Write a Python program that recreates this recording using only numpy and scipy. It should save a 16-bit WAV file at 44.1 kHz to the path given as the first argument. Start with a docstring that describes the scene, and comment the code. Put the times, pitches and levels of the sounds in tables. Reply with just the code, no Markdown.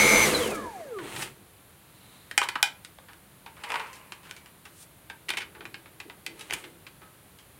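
"""A cordless stick vacuum whines and rushes over a wooden table in a small room, then is switched off
and glides down to a stop. Fan and gears make the tones, turbulence in the ducts the rush of air.
Fingers slide over the plastic shell in tiny slips, the swivel neck clacks and creaks as the floor head
is lifted, and the head is unlatched and pulled off, each knock briefly ringing the hollow housing."""
import sys
import numpy as np
from scipy import signal
from scipy.fft import rfft, irfft, next_fast_len
from scipy.io import wavfile

SR = 44100
rng = np.random.default_rng(int(sys.argv[2]) if len(sys.argv) > 2 else 0)


def waveform_to_disk(signal):
    """Save audio, clipped to [-1, 1], as 16-bit WAV at the path in sys.argv[1]."""
    frames = np.transpose(np.atleast_2d(signal))
    scaled = np.clip(frames, -1, 1) * 32767
    samples = np.round(scaled).astype(np.int16)
    wavfile.write(sys.argv[1], SR, samples)


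N = 334719
TIME = np.arange(N) / SR

# The bright hiss of rubbing skin or bristles. Each row: frequency in Hz, relative density in dB.
FRICTION_HISS = [(200, -50), (3500, -5.5), (5500, -6.5), (7000, -4), (9000, 1.5), (12000, -8.5),
                 (16000, -12)]


def motor():
    """Fan and gears whine under power; with the drive cut, the rotor's coasting tones take over."""
    # Fan tones. Each row: multiple of the shaft rate, level in dB.
    fan_orders = [(1, -35.5), (2, -72), (3, -52.5), (4, -52), (5, -45), (7, -29), (8, -39.5), (14, -45)]
    shaft = shaft_rate()
    driven = np.interp(TIME, [.235, .275], [1, 0])
    fan = tones(shaft, fan_orders, waver_db=-2.9) * driven
    return fan + gear_whine(driven) + coasting_rotor(shaft, driven)


def gear_whine(driven, fade_power=0.51, unloaded_db=-19):
    """Meshing teeth whine, drop in level once unloaded and fade as the brush bar slows."""
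    # Gear tones and sidebands. Each row: multiple of the brush rate, level under power in dB.
    gear_orders = [(1, -49), (6.08, -40.5), (9.7, -38.5), (13, -47), (14, -39.5), (23.5, -72), (24, -25.5),
                   (25, -23.5), (25.5, -43.5), (26, -31.5), (26.44, -34.5), (27, -33.5), (27.46, -37),
                   (45.46, -42), (58.78, -45)]
    brush = brush_rate()
    # the teeth bite hardest once a turn, so their sidebands swell together
    whine = tones(brush, gear_orders, waver_db=1.5, phase_spread=1.0)
    slowing = (brush / brush[0]) ** fade_power
    return whine * slowing * from_db(unloaded_db * (1 - driven)) * np.interp(TIME, [.55, .62], [1, 0])


def coasting_rotor(shaft, driven):
    """A few partials of the freewheeling rotor glide down through the peaks and dips of the housing and the
    room."""
    # Rotor partials. Each row: multiple of the shaft rate, relative level in dB, favoured speed in
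    # turns per second, loss in dB per octave away from that speed.
    rotor_orders = [(1, -33.5, 450, 11.5), (4, -32, 120, 1.5), (7, -36, 550, 9), (12, -31.5, 111, 36)]
    # Peaks and dips of the housing and the room. Each row: frequency in Hz, gain in dB.
    coast_response = [(160, -26), (250, -27), (310, -0.5), (355, -13.5), (395, -6.5), (430, -10), (475, 3),
                      (560, -11), (780, -13.5), (990, -7.5), (1300, -14), (1650, -19), (2250, -10), (2650, -4),
                      (3700, -14), (4080, 7), (4450, -12), (6100, -12)]
    rotor = 0
    for order, db, best_hz, loss_db in rotor_orders:
        octaves_away = np.abs(np.log2((shaft + 1) / best_hz))
        gain = from_db(at_hz(coast_response, order * shaft) - loss_db * octaves_away)
        rotor = rotor + tones(shaft, [(order, db)], waver_db=4.5) * gain
    coasting = (1 - driven) * np.interp(TIME, [1.1, 1.2], [1, 0])
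    return room(rotor * coasting, wet_db=-14)


def shaft_rate(full_hz=872.2, drag_hz=269.1, coast_s=.7864, stop_s=1.247):
    """Full speed, then a coast: air drag brakes the rotor above drag_hz, bearing friction below it."""
    angle = np.clip((stop_s - TIME) / coast_s, 0, np.arctan(full_hz / drag_hz))
    return drag_hz * np.tan(angle)


def brush_rate(full_hz=87.65, switch_off_s=.24, stop_s=.63):
    """After switch-off the brush bar is braked evenly by its gears."""
    return np.interp(TIME, [switch_off_s, stop_s], [full_hz, 0])


def air(split_hz=900, gust_db=2.74):
    """Turbulence in the ducts: the hiss dies sooner than the low roar."""
    # Rushing air with the duct's resonances. Each row: frequency in Hz, relative density in dB.
    duct_colour = [(30, -7), (60, -30), (87, -6), (120, -27), (150, -4.5), (175, -21), (212, -1),
                   (250, -13.5), (305, -8), (510, -4.5), (590, -12), (670, -9), (760, -18), (870, -14),
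                   (1230, -10.5), (1750, -13), (2200, -7.5), (2550, -14.5), (4100, -15.5), (5400, -21.5),
                   (6300, -17.5), (7400, -19), (9800, -18), (15800, -31.5)]
    # The air flow dying away. Each row: time in seconds, roar gain in dB, hiss gain in dB.
    flow = [(0, -20, -21.5), (.27, -20.5, -23), (.33, -24, -28), (.44, -19.5, -32), (.56, -32.5, -43.5),
            (.67, -37, -51.5), (.8, -40.5, -52.5), (1.1, -62, -69), (1.4, -80, -94)]
    times, roar_db, hiss_db = np.transpose(flow)
    rush = noise(duct_colour)
    roar_gain = from_db(np.interp(TIME, times, roar_db) + gust_db * drift(39.9))
    hiss_gain = from_db(np.interp(TIME, times, hiss_db))
    roar = band(rush, split_hz, "low", order=3) * roar_gain
    return roar + band(rush, split_hz, "high", order=3) * hiss_gain


def floor_head(bristle_focus=6.2, swish_db=-37, ring_db=-45):
    """The bristles swish once a turn, ever slower, while one mode of the housing sings along."""
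    brush = brush_rate()
    strokes = np.abs(np.sin(np.pi * np.cumsum(brush) / SR)) ** bristle_focus * (brush > 0)
    swish = noise(FRICTION_HISS) * strokes * swell(peak_s=0.48, rise_s=0.18, fall_s=0.32)
    ring = narrow_noise(hz=1680, width_hz=70) * swell(peak_s=0.56, rise_s=.22, fall_s=0.29)
    return from_db(swish_db) * swish + from_db(ring_db) * ring


def knocks(level_db=-1, light_db=-40, light_t60_s=0.079, damping_per_db=0.0732, gripped_s=5.2):
    """Neck, latch and housing clack: each contact has a thud, a hollow ring, a clack and a snap."""
    # Plastic parts meeting. Each row: start in seconds, relative level in dB, brightness in dB per band,
    # ring of the struck spot in Hz, sharpness in dB. The neck swings from 2.3 s and is twisted from
    # 3.5 s; the head is gripped from 5.1 s and the latch gives from 6.3 s.
    contacts = [(.9855, -43.5, -6, 1480, 1), (1.162, -36, 2, 860, 1), (1.2191, -32.5, 5, 3480, -27),
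                (2.312, -36, 0.5, 1870, 15), (2.3776, -15.5, 4, 2790, -0.5), (2.3845, -27, 5.5, 1430, 13),
                (2.4154, -26.5, -6, 1000, 8), (2.4296, -30.5, -1.5, 800, -1),
                (2.4366, -37.5, 7.5, 1540, -1), (2.4869, -27, 2, 2470, -3), (2.5545, -30.5, -7, 1010, -6),
                (2.6277, -15, 5, 2930, 1), (2.8484, -42.5, 7.5, 1440, 20), (2.986, -52.5, -6, 517, 28),
                (3.0848, -51.5, -4.5, 1760, 5), (3.1328, -51.5, 2, 1510, 31), (3.4617, -44.5, -4.5, 900, 9),
                (3.6354, -36, 0.5, 2410, -9), (3.7023, -34, -3, 875, 14), (3.7191, -31.5, -3, 2410, 14),
                (3.7413, -33.5, -5, 920, 6), (3.7565, -32, -4.5, 905, 10), (3.796, -37, -4, 1780, -1),
                (3.861, -51.5, -10, 1340, 23), (4.1208, -38, 1.5, 1210, 11), (4.3109, -38.5, 4.5, 1500, 27),
                (4.3646, -47, 5, 2300, 10), (4.4597, -49.5, 3, 2860, 18), (4.6524, -45, 2.5, 2720, -1),
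                (5.099, -39.5, -3, 1575, 11), (5.2847, -35, 0, 2630, -6), (5.29, -28, 4, 2910, -3),
                (5.3032, -26, 3, 2300, 9), (5.337, -35, -3, 2310, 16), (5.37, -27.5, 2.5, 2820, -17),
                (5.3816, -32.5, 2.5, 2700, -8), (5.4042, -37, 1, 2330, -11), (5.4161, -38, -1.5, 2750, -12),
                (5.549, -50.5, -7.5, 866, 4), (5.607, -44, -7, 1530, 8), (5.6533, -38.5, -2, 2460, 14),
                (5.7428, -38, -1, 1620, 11), (5.8584, -49.5, -5, 2250, 14), (6.001, -37.5, 1.5, 2010, 7),
                (6.0984, -42.5, -3.5, 2000, 19), (6.2634, -31, 6, 2050, 7), (6.394, -49, 15, 10200, 12),
                (6.409, -41, 8.5, 3840, 5), (6.498, -41, -3, 2250, 3), (6.5082, -29, 0.5, 2050, 25),
                (6.525, -32.5, -3, 1550, 20), (6.536, -27.5, 5.5, 2320, 5), (6.6392, -42.5, -2, 2100, 2),
                (6.8662, -43, 0.5, 1095, 5), (7.0167, -55.5, -11, 1280, 11), (7.387, -51.5, 7, 3190, 9)]
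    out = np.zeros(N + SR)
    for start_s, db, bright_db, spot_hz, sharp_db in list(contacts) + strain_ticks():
        hollow_db, snap_db = db - 2 - bright_db, db - 9.5 + bright_db
        thud_db = -19.5 + 0.81 * hollow_db   # the thud grows more slowly than the blow
        if start_s > gripped_s:   # the second hand damps the head
            hollow_db, snap_db = hollow_db - 4, snap_db - 3
        # hard blows, caught by the hand, die sooner
        t60 = light_t60_s * np.exp(-damping_per_db * (db - light_db))
        hit = knock([thud_db, hollow_db, db, snap_db], spot_hz, t60, sharp_db)
        start = round(start_s * SR)
        out[start:start + len(hit)] += hit
    return from_db(level_db) * out[:N]


def knock(levels_db, spot_hz, t60, sharp_db, shell_db=-13, spot_db=-9, rise_s=0.00036, crack_s=.0012):
    """A crack, then crowded short resonances, the struck spot and the housing ring out."""
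    # The colour of a contact on plastic. Each row: frequency in Hz, relative density in dB.
    plastic = [(150, -46), (330, -0.5), (650, -12), (850, 0), (1800, 1), (3000, 2), (4200, -5), (5300, -8),
               (6500, -10), (9500, -9), (12000, -18.5), (16000, -22)]
    # Modes of the hand-damped housing. Each row: frequency in Hz, relative level in dB, T60 in seconds.
    shell_modes = [(828, -12, 0.066), (1017, -14, 0.057), (1510, -6, 0.054), (1650, -21, .09),
                   (1880, -29, 0.044), (2436, 2, 0.04), (2580, -25, 0.05), (3030, -2, 0.066),
                   (3360, -15, 0.055), (4120, -26, 0.064), (6350, -24, 0.077), (8800, -17, .04)]
    # Thud, hollow ring, clack and snap. Each row: lower edge in Hz, upper edge in Hz.
    bands = [(200, 700), (700, 1800), (1800, 4500), (4500, 16000)]
    t = TIME[:SR // 4]
    attack = slice(SR // 100)
    crowd = coloured(rng.standard_normal(len(t)), plastic)
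    # the sharper the contact, the more the struck spot rings
    spot = np.sin(2 * np.pi * spot_hz * t) * from_db(spot_db + 0.44 * sharp_db - 60 * t / t60)
    shell = 0
    for hz, db, mode_t60 in shell_modes:
        decay = from_db(shell_db + db + rng.normal(0, 1.17) - 60 * t / mode_t60)
        shell = shell + decay * np.sin(2 * np.pi * hz * t) * rng.choice([-1, 1])
    out = 0
    for k, (edges, db, t60_scale) in enumerate(zip(bands, levels_db, [1.1, 1, .9, .99])):
        # a sharp contact starts at once and overshoots, a soft one builds up; the treble comes first
        sharp = from_db(sharp_db + 3 * (k - 4))
        onset = (1 + sharp * np.exp(-t / crack_s)) * (1 - np.exp(-t * sharp / rise_s))
        ring = crowd * from_db(-60 * t / (t60 * t60_scale)) + spot + shell
        part = band(onset * ring, edges, order=3)
        out = out + from_db(db) * part / np.sqrt(np.mean(part[attack] ** 2))
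    return out


def strain_ticks(spread_db=3, bright_spread_db=4, spot_hz=(900, 2800), sharp_db=6):
    """A strained joint ticks faintly at uneven moments; gives rows of contacts for the knocks."""
    # Spells of strain. Each row: start and end in seconds, ticks per second, relative level in dB.
    strains = [(3.567, 3.95, 30, -51), (4.228, 4.29, 55, -51)]
    return [(s + rng.random() / per_s, db + rng.normal(0, spread_db),
             rng.normal(0, bright_spread_db), rng.uniform(*spot_hz), sharp_db)
            for start, end, per_s, db in strains for s in np.arange(start, end, 1 / per_s)]


def friction(slips_per_s=900, slip_spread_db=4, scrape_db=-4, skin_db=-3):
    """Tiny uneven slips rattle the shell or the swivel while skin hisses over the plastic."""
    # Skin sliding on the shell, then twists of the neck.
    # Each row: peak time, rise and fall in seconds, scrape gain in dB, hiss gain in dB.
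    slides = [(1.045, .05, 0.12, -41.5, -61), (1.226, 0.23, 0.082, -33, -36), (2.14, 0.6, 0.6, -56.5, -60),
              (4.83, 0.12, 0.032, -68, -45), (5.305, 0.022, .09, -40, -47), (6.405, 0.096, 0.2, -45, -54),
              (6.536, 0.0086, 0.017, -40, -29), (6.58, 0.13, 0.17, -47, -49)]
    twists = [(3.75, .14, 0.18, -29.5, -49), (3.97, .3, 0.61, -51, -64)]
    # The scraped shell, then the neck's dry joint. Each row: frequency in Hz, relative density in dB.
    shell_colour = [(200, -14), (600, -3.5), (900, 2), (1500, 0), (2800, 0.5), (4200, -6.5), (5500, -28),
                    (16000, -56)]
    joint_colour = [(120, -60), (200, -41), (312, -28), (384, -37), (451, -4.5), (762, -13), (908, 2),
                    (1540, -12), (2520, -4.5), (2860, -7), (3100, -18), (5490, -42), (9000, -36),
                    (11700, -60), (19800, -120)]
    size = next_fast_len(N)
    slipping = rng.random(size) < slips_per_s / SR
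    strength = from_db(slip_spread_db * np.minimum(rng.exponential(1, size), 4))
    slips = slipping * strength * rng.choice([-1, 1], size)
    shell, joint = (from_db(scrape_db) * rms_one(room(coloured(slips, colour)[:N], wet_db=-1))
                    for colour in (shell_colour, joint_colour))
    skin = from_db(skin_db) * noise(FRICTION_HISS)
    return rubbed(slides, shell, skin) + rubbed(twists, joint, skin)


def handling(rumble_db=-2, tube_db=-2):
    """A shifting grip rumbles through the body and sets the air in the neck's tube booming."""
    # Hand movements. Each row: peak time, rise and fall in seconds, rumble gain in dB, tube gain in dB.
    grips = [(1.03, 0.043, 0.16, -46.5, -38), (1.18, 0.14, 0.26, -45.5, -47),
             (5.62, 0.47, 0.44, -57, -52.5), (6.08, 0.11, 0.13, -62, -51), (6.28, 0.067, 0.55, -62, -51),
             (6.538, .05, 0.059, -49, -44), (6.66, 0.062, 0.21, -72, -52), (6.97, 0.082, 0.16, -55.5, -68)]
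    # The body's rumble, then the tube's boom. Each row: frequency in Hz, relative density in dB.
    rumble = [(25, -30), (50, 2), (85, -3), (135, 10), (200, -3), (400, -9), (2000, -80)]
    tube = [(100, -30), (270, -6.5), (340, 1.5), (395, -1), (480, -4.5), (800, -24), (4000, -80)]
    return rubbed(grips, from_db(rumble_db) * noise(rumble), from_db(tube_db) * noise(tube))


def soft_rub(hz=3900, width_hz=550, level_db=-62):
    """A thin rub as the hand reaches for the neck."""
    return from_db(level_db) * narrow_noise(hz, width_hz) * swell(peak_s=2.12, rise_s=0.54, fall_s=0.66)


def room(x, wet_db):
    """The small room adds a diffuse tail that dies sooner in the treble."""
    # The room's decay. Each row: frequency in Hz, T60 in seconds.
    decay_times = [(200, 0.32), (1000, 0.31), (3000, 0.21), (8000, 0.18), (15000, 0.1)]
    t = TIME[:SR // 2]
    edges = np.geomspace(120, 16000, 9)
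    tail = 0
    for low, high in zip(edges, edges[1:]):
        t60 = at_hz(decay_times, np.sqrt(low * high))
        tail = tail + band(rng.standard_normal(len(t)), (low, high)) * from_db(-60 * t / t60)
    tail = tail * np.clip((t - .003) / 0.0033, 0, 1)   # opens with the tabletop's reflection
    return x + from_db(wet_db) * signal.fftconvolve(x, tail / np.linalg.norm(tail))[:N]


def background(level_db=-55):
    """A bed of low room tone and faint, uneven hiss."""
    # The colour of the bed. Each row: frequency in Hz, relative density in dB.
    room_tone = [(15, -45.5), (25, -20.5), (82, -4.5), (200, -6), (228, -14), (255, -11), (291, -10),
                 (392, -12.5), (449, -14), (654, -15.5), (1180, -17), (4100, -23.5), (5370, -31),
                 (11100, -23), (15800, -27)]
    # Narrow bands standing out of the hiss. Each row: centre in Hz, width in Hz, level in dB.
    hiss_bands = [(9220, 280, -72), (9930, 120, -76), (11080, 460, -70.5), (12450, 220, -79),
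                  (14200, 450, -73.5)]
    bed = from_db(level_db) * noise(room_tone)
    return bed + sum(from_db(db) * narrow_noise(hz, width_hz) for hz, width_hz, db in hiss_bands)


def tones(rate, orders, waver_db, phase_spread=np.pi):
    """Partials locked to a turning shaft, each wavering in the air stream."""
    angle = 2 * np.pi * np.cumsum(rate) / SR
    return sum(np.sqrt(2) * from_db(db + waver_db * drift(34.06))
               * np.cos(order * angle + phase_spread * rng.uniform(-0.74, 1)) for order, db in orders)


def rubbed(movements, first, second):
    """Each movement swells two sounds, each to its own level."""
    return sum(swell(peak_s, rise_s, fall_s) * (first * from_db(first_db) + second * from_db(second_db))
               for peak_s, rise_s, fall_s, first_db, second_db in movements)


def swell(peak_s, rise_s, fall_s):
    """Gain of one movement: up by 20 dB in the rise time, down by 20 dB in the fall time."""
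    from_peak = np.maximum((peak_s - TIME) / rise_s, (TIME - peak_s) / fall_s)
    return from_db(-20 * np.minimum(from_peak, 10))


def drift(rate):
    """A random wander through `rate` points a second; rms 1."""
    knots = rng.standard_normal(int(rate * N / SR) + 2)
    return rms_one(np.interp(TIME * rate, np.arange(len(knots)), knots))


def noise(spectrum):
    """Coloured noise for the whole scene."""
    return coloured(rng.standard_normal(next_fast_len(N)), spectrum)[:N]


def narrow_noise(hz, width_hz):
    """Noise in one resonance; rms 1."""
    return rms_one(band(rng.standard_normal(N), [hz - width_hz / 2, hz + width_hz / 2]))


def coloured(x, spectrum):
    """Give a steady signal a spectrum; rms 1."""
    hz = np.arange(len(x) // 2 + 1) * SR / len(x)
    return rms_one(irfft(rfft(x) * from_db(at_hz(spectrum, hz)), len(x)))


def band(x, hz, kind="band", order=2):
    """Butterworth filter."""
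    return signal.sosfilt(signal.butter(order, np.clip(hz, 12, .45 * SR), kind, fs=SR, output="sos"), x)


def at_hz(points, hz):
    """Read a table on a log-frequency axis."""
    f, value = np.transpose(points)
    return np.interp(np.log(hz + 1), np.log(f), value)


def rms_one(x):
    """Scale to rms 1."""
    return x / np.sqrt(np.mean(x ** 2) + 1e-20)


def from_db(db):
    """Decibels to gain."""
    return 10 ** (np.asarray(db) / 20)


def scene():
    """Machine, hands and room are heard from one point, alike in both channels."""
    machine = motor() + air() + floor_head()
    hands = room(knocks(), wet_db=-10.0) + friction() + handling() + soft_rub()
    mono = machine + hands + background()
    return np.array([mono, mono])


def record(dry):
    """The deepest bass and the very top are cut."""
    low_cut_hz, high_cut_hz = 38, 15800
    lean = band(dry, low_cut_hz, "high", order=5)
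    return signal.sosfilt(signal.ellip(10, .1, 80, high_cut_hz, fs=SR, output="sos"), lean)


dry = scene()
out = record(dry)
waveform_to_disk(out)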